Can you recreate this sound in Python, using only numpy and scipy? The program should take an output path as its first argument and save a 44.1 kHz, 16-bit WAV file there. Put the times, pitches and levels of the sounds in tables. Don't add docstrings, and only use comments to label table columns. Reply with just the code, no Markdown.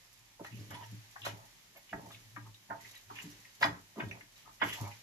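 import sys
import numpy as np
from scipy import signal
from scipy.fft import rfft, irfft
from scipy.io import wavfile
from scipy.ndimage import uniform_filter1d

SR = 44100
rng = np.random.default_rng(int(sys.argv[2]) if len(sys.argv) > 2 else 0)


def master(y):
    cut = np.clip(np.atleast_2d(y).T, -1, 1)
    pcm = np.round(cut * 32767)
    wavfile.write(sys.argv[1], SR, pcm.astype(np.int16))


N = 221514
T = np.arange(N) / SR

# (pitch [Hz], level [dB], undamped time to fade 60 dB [s])
PAN_MODES = [(578, -14, 0.41), (673, -8, 0.42), (745, 1, 0.034), (823.4, -11.5, 0.34), (908, 0, 0.14),
             (979, 0, 0.066), (1080, -1, 0.03), (1250, 3, 0.03), (1400, 4.5, 0.012), (1517, -8.5, 0.043),
             (1650, -10, 0.071), (1688, 1.5, 0.033), (1879, -3, 0.063), (1934, 4.5, 0.034),
             (2182, 2, 0.032), (2460, -5, 0.045), (2500, -4.5, 0.03), (2820, 2, 0.02), (2950, 3.5, 0.02),
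             (3240, -11.5, 0.013), (3416, 4.5, 0.025), (3950, -5, 0.021), (4750, -10, 0.03),
             (4920, -1, 0.025), (5100, -9, 0.025)]


def spatula_knocks():
    # (time [s], peak level [dB], lowest pitch [Hz], highest pitch [Hz], chatter time [ms])
    knocks = [(.394, -41.5, 333, 1090, 13.2), (.445, -39, 576, 2580, 5.5), (.705, -41, 530, 2220, 17),
              (.744, -41.5, 1440, 4030, 6.2), (1.158, -38, 790, 1650, 4.2), (1.217, -41.5, 2590, 4100, 2.6),
              (1.248, -35, 900, 2640, 7), (1.262, -27.5, 485, 2650, 4.2), (1.770, -62, 1600, 2980, 4.2),
              (1.928, -29.5, 635, 1890, 5.2), (2.104, -47, 696, 2190, 5.4), (2.145, -45.5, 2050, 4300, 1.7),
              (2.361, -36, 910, 2260, 10), (2.543, -52, 2520, 4500, 1.6), (2.700, -31, 690, 1570, 14.3),
              (2.846, -45.5, 1700, 2590, 10), (3.098, -39.5, 814, 1390, 9.2), (3.186, -37, 1670, 3180, 1.1),
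              (3.448, -47, 1860, 2560, 4.4), (3.625, -13, 1020, 2350, 7.1), (3.642, -22.5, 714, 1330, 8.3),
              (3.998, -30, 1050, 2800, 8.1), (4.111, -33, 1800, 2570, 1.3), (4.207, -43.5, 1490, 2600, 3.4),
              (4.475, -48, 725, 1700, 3.8), (4.616, -18, 654, 2920, 8.4), (4.726, -32.5, 1950, 3780, 5.8),
              (4.912, -46.5, 2080, 2700, 5.7)]
    return blows(knocks, damp(PAN_MODES, 0.63), stereo_rad=0.93, crack_db=-15)


def blows(hits, modes, stereo_rad, crack_db):
    out = np.zeros((2, N + SR))
    t = np.arange(SR // 10) / SR
    for start, db, low_hz, high_hz, chatter_ms in hits:
        age = 1000 * t / chatter_ms
        bounces = rng.standard_normal(len(t)) * (rng.random(len(t)) < .1)
        chatter = bounces * (0.23 + age) * np.exp(-age ** 1.35)
        force = keep_range(chatter, 3, [low_hz, high_hz], "band")
        body = signal.fftconvolve(force[None], ring(modes, 0.42, stereo_rad), axes=1)
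        body /= np.percentile(np.abs(body[:, :SR // 15]), 99.6)
        body[:, :len(t)] += undb(crack_db) * force / np.abs(force).max()
        add(out, start, undb(db) * body)
    return out[:, :N]


def scrapes_and_rush():
    # (start [s], length [s], level [dB], centre pitch [Hz], sharpness [Q])
    rasps = [(0.417, 0.11, -58, 2060, 2.8), (0.497, 0.094, -62, 2620, 3), (0.687, 0.075, -57, 2380, 0.4),
             (0.725, 0.13, -52, 896, 4.4), (0.801, 0.053, -57, 1810, 0.53), (1.211, 0.099, -51.5, 3300, 2),
             (1.28, 0.04, -57, 2340, 2), (1.283, 0.21, -62.5, 830, 1.5), (1.745, 0.048, -60.5, 900, 0.34),
             (1.754, 0.035, -60.5, 2310, 5.9), (1.885, 0.037, -59.5, 2630, 3.7),
             (1.92, 0.19, -56.5, 766, 1.15), (2.095, .08, -64.5, 3550, 1.8),
             (2.447, 0.032, -60.5, 1050, 3.2), (2.682, 0.1, -50, 800, 2.5),
             (2.792, 0.041, -62.5, 2040, 1.6), (2.928, 0.06, -60.5, 2390, 1.6),
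             (3.114, 0.15, -64.5, 1080, 2.7), (3.142, 0.087, -51.5, 2610, 3.3),
             (3.606, 0.04, -40, 1370, 0.22), (3.622, 0.029, -35, 4550, 1), (3.64, 0.18, -57.5, 1300, 1.8),
             (3.951, 0.1, -49, 645, 0.54), (4.082, 0.12, -61, 750, 0.65), (4.44, 0.088, -61.5, 1190, 2.3),
             (4.592, 0.062, -44.5, 2310, 1), (4.635, 0.15, -48.5, 2460, 1.1), (4.738, 0.18, -50, 910, 1.55),
             (4.818, 0.07, -63, 2280, 11), (4.896, .07, -67, 2420, 10)]
    out = np.zeros((2, N + SR))
    grit = clicks(2000, 2) * undb(3 * wander(70))
    modes = damp(PAN_MODES, 0.58)
    for start, length, db, hz, q in rasps:
        size = int(length * SR)
        force = grit[int(start * SR):][:size]
        force = resonate(force * signal.windows.tukey(len(force), .6), hz, q)
        body = signal.fftconvolve(force[None], ring(modes, spot_db=1.54, stereo_rad=0.98), axes=1)
        add(out, start, undb(db) * body / np.sqrt(np.mean(body[:, :size] ** 2)))
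    return out[:, :N]


def stove_top():
    # (pitch [Hz], level [dB], undamped time to fade 60 dB [s])
    modes = [(150, -14, 0.13), (179, -1.5, 0.076), (225, -3, 0.078), (295.4, -4, 0.15),
             (352.4, -11.5, 0.065), (408.6, -9, 0.091)]
    # (peak time [s], swell time [s], drone level [dB], rattle level [dB])
    pushes = [(.11, 0.072, -78, -92), (.22, 0.077, -70.5, -97), (.42, 0.029, -58, -56.5),
              (.54, 0.042, -45.5, -63), (.61, 0.084, -46, -53.5), (.74, 0.076, -52, -53.5),
              (0.971, 0.24, -49.5, -72), (1.332, 0.17, -49, -56), (1.69, 0.031, -83, -71.5),
              (1.95, 0.043, -54.5, -47.5), (2.07, .04, -59.5, -56.5), (2.15, 0.027, -58, -67),
              (2.27, 0.031, -59.5, -68), (2.48, 0.24, -53, -66), (2.72, .04, -57.5, -56),
              (2.86, 0.046, -65, -67), (3.14, .12, -61.5, -73), (3.35, 0.4, -65, -63),
              (3.69, 0.11, -46.5, -46), (4.051, 0.047, -42, -43), (4.5, 0.14, -75.5, -69.5),
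              (4.669, 0.075, -48, -47.5), (4.816, 0.015, -36.5, -51)]
    # (time [s], peak level [dB], pitch [Hz], chatter time [ms])
    rocks = [(.402, -40, 290, 11), (.515, -46, 226, 24), (.715, -52, 217, 13), (.915, -46, 235, 16.4),
             (1.258, -47, 357, 13), (1.932, -39, 275, 7.6), (2.023, -50.5, 277, 10), (2.371, -47, 274, 4.2),
             (2.702, -45.5, 283, 10), (3.105, -50, 333, 10), (3.235, -41.5, 233, 23), (3.64, -34, 280, 12),
             (3.965, -35, 294, 20), (4.619, -35.5, 303, 8.4), (4.810, -38.5, 212, 2.6)]
    drone_hz, rest_db = 110.4, -79.5
    peak_s, swell_s, drone_db, rattle_db = np.transpose(pushes)
    phase = 2 * np.pi * np.cumsum(drone_hz + 6 * wander(35)) / SR
    stereo_shift = np.array([[0.24], [-0.24]])
    drone = np.sqrt(2) * np.sin(phase + stereo_shift) * undb(1.8 * wander(45))
    drone *= swells(peak_s, swell_s, drone_db, fade_db_s=189) + undb(rest_db)
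    force = unit(clicks(400, 2)) * swells(peak_s, swell_s, rattle_db, fade_db_s=150)
    response = ring(damp(modes, 0.5), spot_db=0, stereo_rad=.9)
    response /= np.sqrt(np.mean(np.sum(response ** 2, 1)))
    rattle = signal.fftconvolve(force[None], response, axes=1)[:, :N]
    span = 1.37
    hits = [(start, db, hz / span, hz * span, ms) for start, db, hz, ms in rocks]
    thumps = blows(hits, damp(modes, 0.76), stereo_rad=0.41, crack_db=-46)
    return keep_range(drone + rattle + thumps, 2, 60, "high")


def sizzle():
    # (frequency [Hz], level [dB])
    fizz_tone = [(710, -6), (1200, -5), (1420, -5), (1900, 1.5), (2640, -2), (3790, -2.5), (4590, -5.5),
                 (5680, -5.5), (7250, -8.5), (8420, -21.5), (12000, -9), (15300, -34.5)]
    # (time [s], level [dB])
    frying = [(0, -62.5), (.4, -71), (.8, -63.5), (1.25, -64), (1.8, -66.5), (2.15, -62), (2.6, -68.5),
              (3.4, -63.5), (3.9, -66), (4.55, -70.5), (5.02, -61.5)]
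    # (peak time [s], swell time [s], level [dB], fade [dB/s])
    flares = [(.45, 0.018, -56, 140), (.62, 0.11, -59.5, 22), (.76, .03, -58.5, 98),
              (1.261, 0.018, -38.5, 330), (2.54, .01, -71, 120), (2.88, 0.13, -55.5, 84),
              (3.23, 0.22, -56.5, 42), (3.63, 0.034, -44, 198), (4.03, 0.12, -60.5, 42),
              (4.36, 0.0066, -62, 57), (4.681, 0.078, -47, 109), (4.78, 0.18, -49, 59)]
    bursts = np.array([clicks(9000, 1.8) for _ in range(3)])
    fizz = unit(colour(bursts[0] + 3.2 * bursts[1:], fizz_tone))
    spits = np.abs(clicks(16, 0.99)) * undb(6.5)
    spit_gain = 1 + signal.lfilter([1], [1, -np.exp(-1 / (0.0078 * SR))], spits)
    level_db = 20 * np.log10(np.hypot(undb(curve(frying)), swells(*np.transpose(flares))))
    steady_db = 0.27 * (-68.5 - level_db)
    small = keep_range(fizz, 4, 6500, "high") * undb(0.57 * wander(30)) * spit_gain
    large = keep_range(fizz, 4, 6500, "low") * undb(steady_db + 0.86 * wander(30.44))
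    return (small + large) * undb(level_db)


def fat_pops():
    # (time [s], peak level before filtering [dB], squeak pitch [Hz])
    pops = [(0.4452, -47, 4080), (0.5965, -50.5, 5050), (0.7048, -47, 11700), (0.7442, -46.5, 10500),
            (0.8424, -52, 5600), (1.2503, -33, 4010), (1.7709, -41.5, 12040), (2.116, -43.5, 3570),
            (2.1445, -44, 3660), (2.5441, -47, 3730), (2.8894, -44.5, 3780), (2.9527, -41.5, 3850),
            (3.2191, -46, 7370), (3.3114, -49, 5830), (4.0851, -47, 3630), (4.1111, -49, 6020),
            (4.3585, -51, 3720), (4.6603, -42, 11400), (4.6894, -39, 11100)]
    burst_fade_s, squeak_fade_s = 0.0084, 0.014
    out = np.zeros((1, N + SR))
    t = np.arange(SR // 20) / SR
    for start, db, hz in pops:
        burst, steam = rng.standard_normal((2, len(t)))
        squeak = undb(0.5) * unit(resonate(steam, hz, q=19)) * np.exp(-t / squeak_fade_s)
        pop = burst * np.exp(-t / burst_fade_s) + squeak
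        add(out, start, undb(db) * pop[None] / np.abs(pop).max())
    return keep_range(out[:, :N], 2, [3000, 12500], "band")


def kitchen_echo(sound):
    fade_s, echo_db = 0.2, -8.5
    t = np.arange(SR // 3) / SR
    tail = rng.standard_normal((2, len(t))) * undb(-60 * t / fade_s) * (1 - np.exp(-t / 0.00043))
    tail = signal.lfilter([.4], [1, -.6], tail)
    tail = keep_range(tail, 1, 450, "high")
    tail /= np.sqrt(np.sum(tail ** 2, 1, keepdims=True))
    return undb(echo_db) * signal.fftconvolve(sound, tail, axes=1)[:, :N]


def flame_and_air():
    # (frequency [Hz], level [dB])
    hiss_tone = [(20, -54), (36, 14.5), (70, -12), (110, -11), (150, 2.5), (300, -6), (500, -14.5),
                 (900, -4), (1400, -15), (2000, -8.5), (4000, -10.5), (7000, -9), (8500, -15), (12000, -12),
                 (15300, -22)]
    level_db = -64.5
    middle, side = colour(rng.standard_normal((2, N)), hiss_tone)
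    side = colour(side, [(100, -6.5), (300, -8), (1200, 1.5)])
    hiss = np.array([middle + side, middle - side])
    return unit(hiss) * undb(level_db + .8 * wander(6))


def ring(modes, spot_db, stereo_rad):
    hz, db, fade_s = np.array(modes).T[:, :, None]
    t = np.arange(int(SR * min(fade_s.max(), .2))) / SR
    spot, detune, shift = rng.standard_normal((3, len(modes), 1))
    pitch = hz * (1 + 0.0078 * detune)
    tones = undb(db + spot_db * spot) * np.exp(t * (2j * np.pi * pitch - np.log(1000) / fade_s))
    skew = stereo_rad * shift * np.minimum(hz / 1100, 1) ** 2
    return np.array([(tones * np.exp(side * 1j * skew)).sum(0).imag for side in (1, -1)])


def damp(modes, share):
    return [(hz, db, share * fade_s) for hz, db, fade_s in modes]


def swells(peak_s, swell_s, db, fade_db_s):
    power = np.zeros(N)
    for peak, rise, top_db, fade in np.broadcast(peak_s, swell_s, db, fade_db_s):
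        up = np.sin(np.pi / 2 * np.clip(1 + (T - peak) / rise, 0, 1)) ** 2
        power += (up * undb(top_db - fade * np.maximum(T - peak, 0))) ** 2
    return np.sqrt(power)


def clicks(per_second, spread_db):
    when, sign, size = rng.random((3, N))
    return (when < per_second / SR) * np.sign(sign - .5) * undb(-spread_db * np.log(1 - size))


def wander(per_second):
    step = int(SR / per_second)
    held = np.repeat(rng.standard_normal(N // step + 1), step)
    return unit(uniform_filter1d(held, step)[:N])


def colour(x, points, sign=1):
    hz, db = np.transpose(points)
    freqs = np.maximum(np.fft.rfftfreq(x.shape[-1], 1 / SR), 1)
    gain = undb(sign * np.interp(np.log(freqs), np.log(hz), db))
    return irfft(rfft(x) * gain, x.shape[-1])


def keep_range(x, steepness, hz, kind):
    return signal.sosfilt(signal.butter(steepness, hz, kind, fs=SR, output="sos"), x)


def resonate(x, hz, q):
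    peak = signal.iirpeak(hz, max(q, .3), SR)
    return signal.lfilter(*peak, signal.lfilter(*peak, x))


def curve(points):
    return np.interp(T, *np.transpose(points))


def add(out, start, sound):
    at = int(start * SR)
    out[:, at:at + sound.shape[1]] += sound


def undb(db):
    return 10 ** (np.asarray(db) / 20)


def unit(x):
    return x / np.sqrt(np.mean(x ** 2))


def scene():
    cooking = spatula_knocks() + scrapes_and_rush() + stove_top() + sizzle() + fat_pops()
    left_delay_s = 0.00017
    cooking[0] = np.interp(T - left_delay_s, T, cooking[0])
    return cooking + kitchen_echo(cooking) + flame_and_air()


def record(dry):
    # (frequency [Hz], gain [dB])
    mic_tone = [(60, -1), (130, 2), (300, -2), (600, 0), (1500, 0), (5000, -0.5), (8000, 0.5), (12000, -3)]
    top_hz = 15300
    stereo = np.array([colour(dry[0], mic_tone), colour(dry[1], mic_tone, sign=-1)])
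    return signal.sosfilt(signal.ellip(10, .2, 70, top_hz, fs=SR, output="sos"), stereo)


dry = scene()
out = record(dry)
master(out)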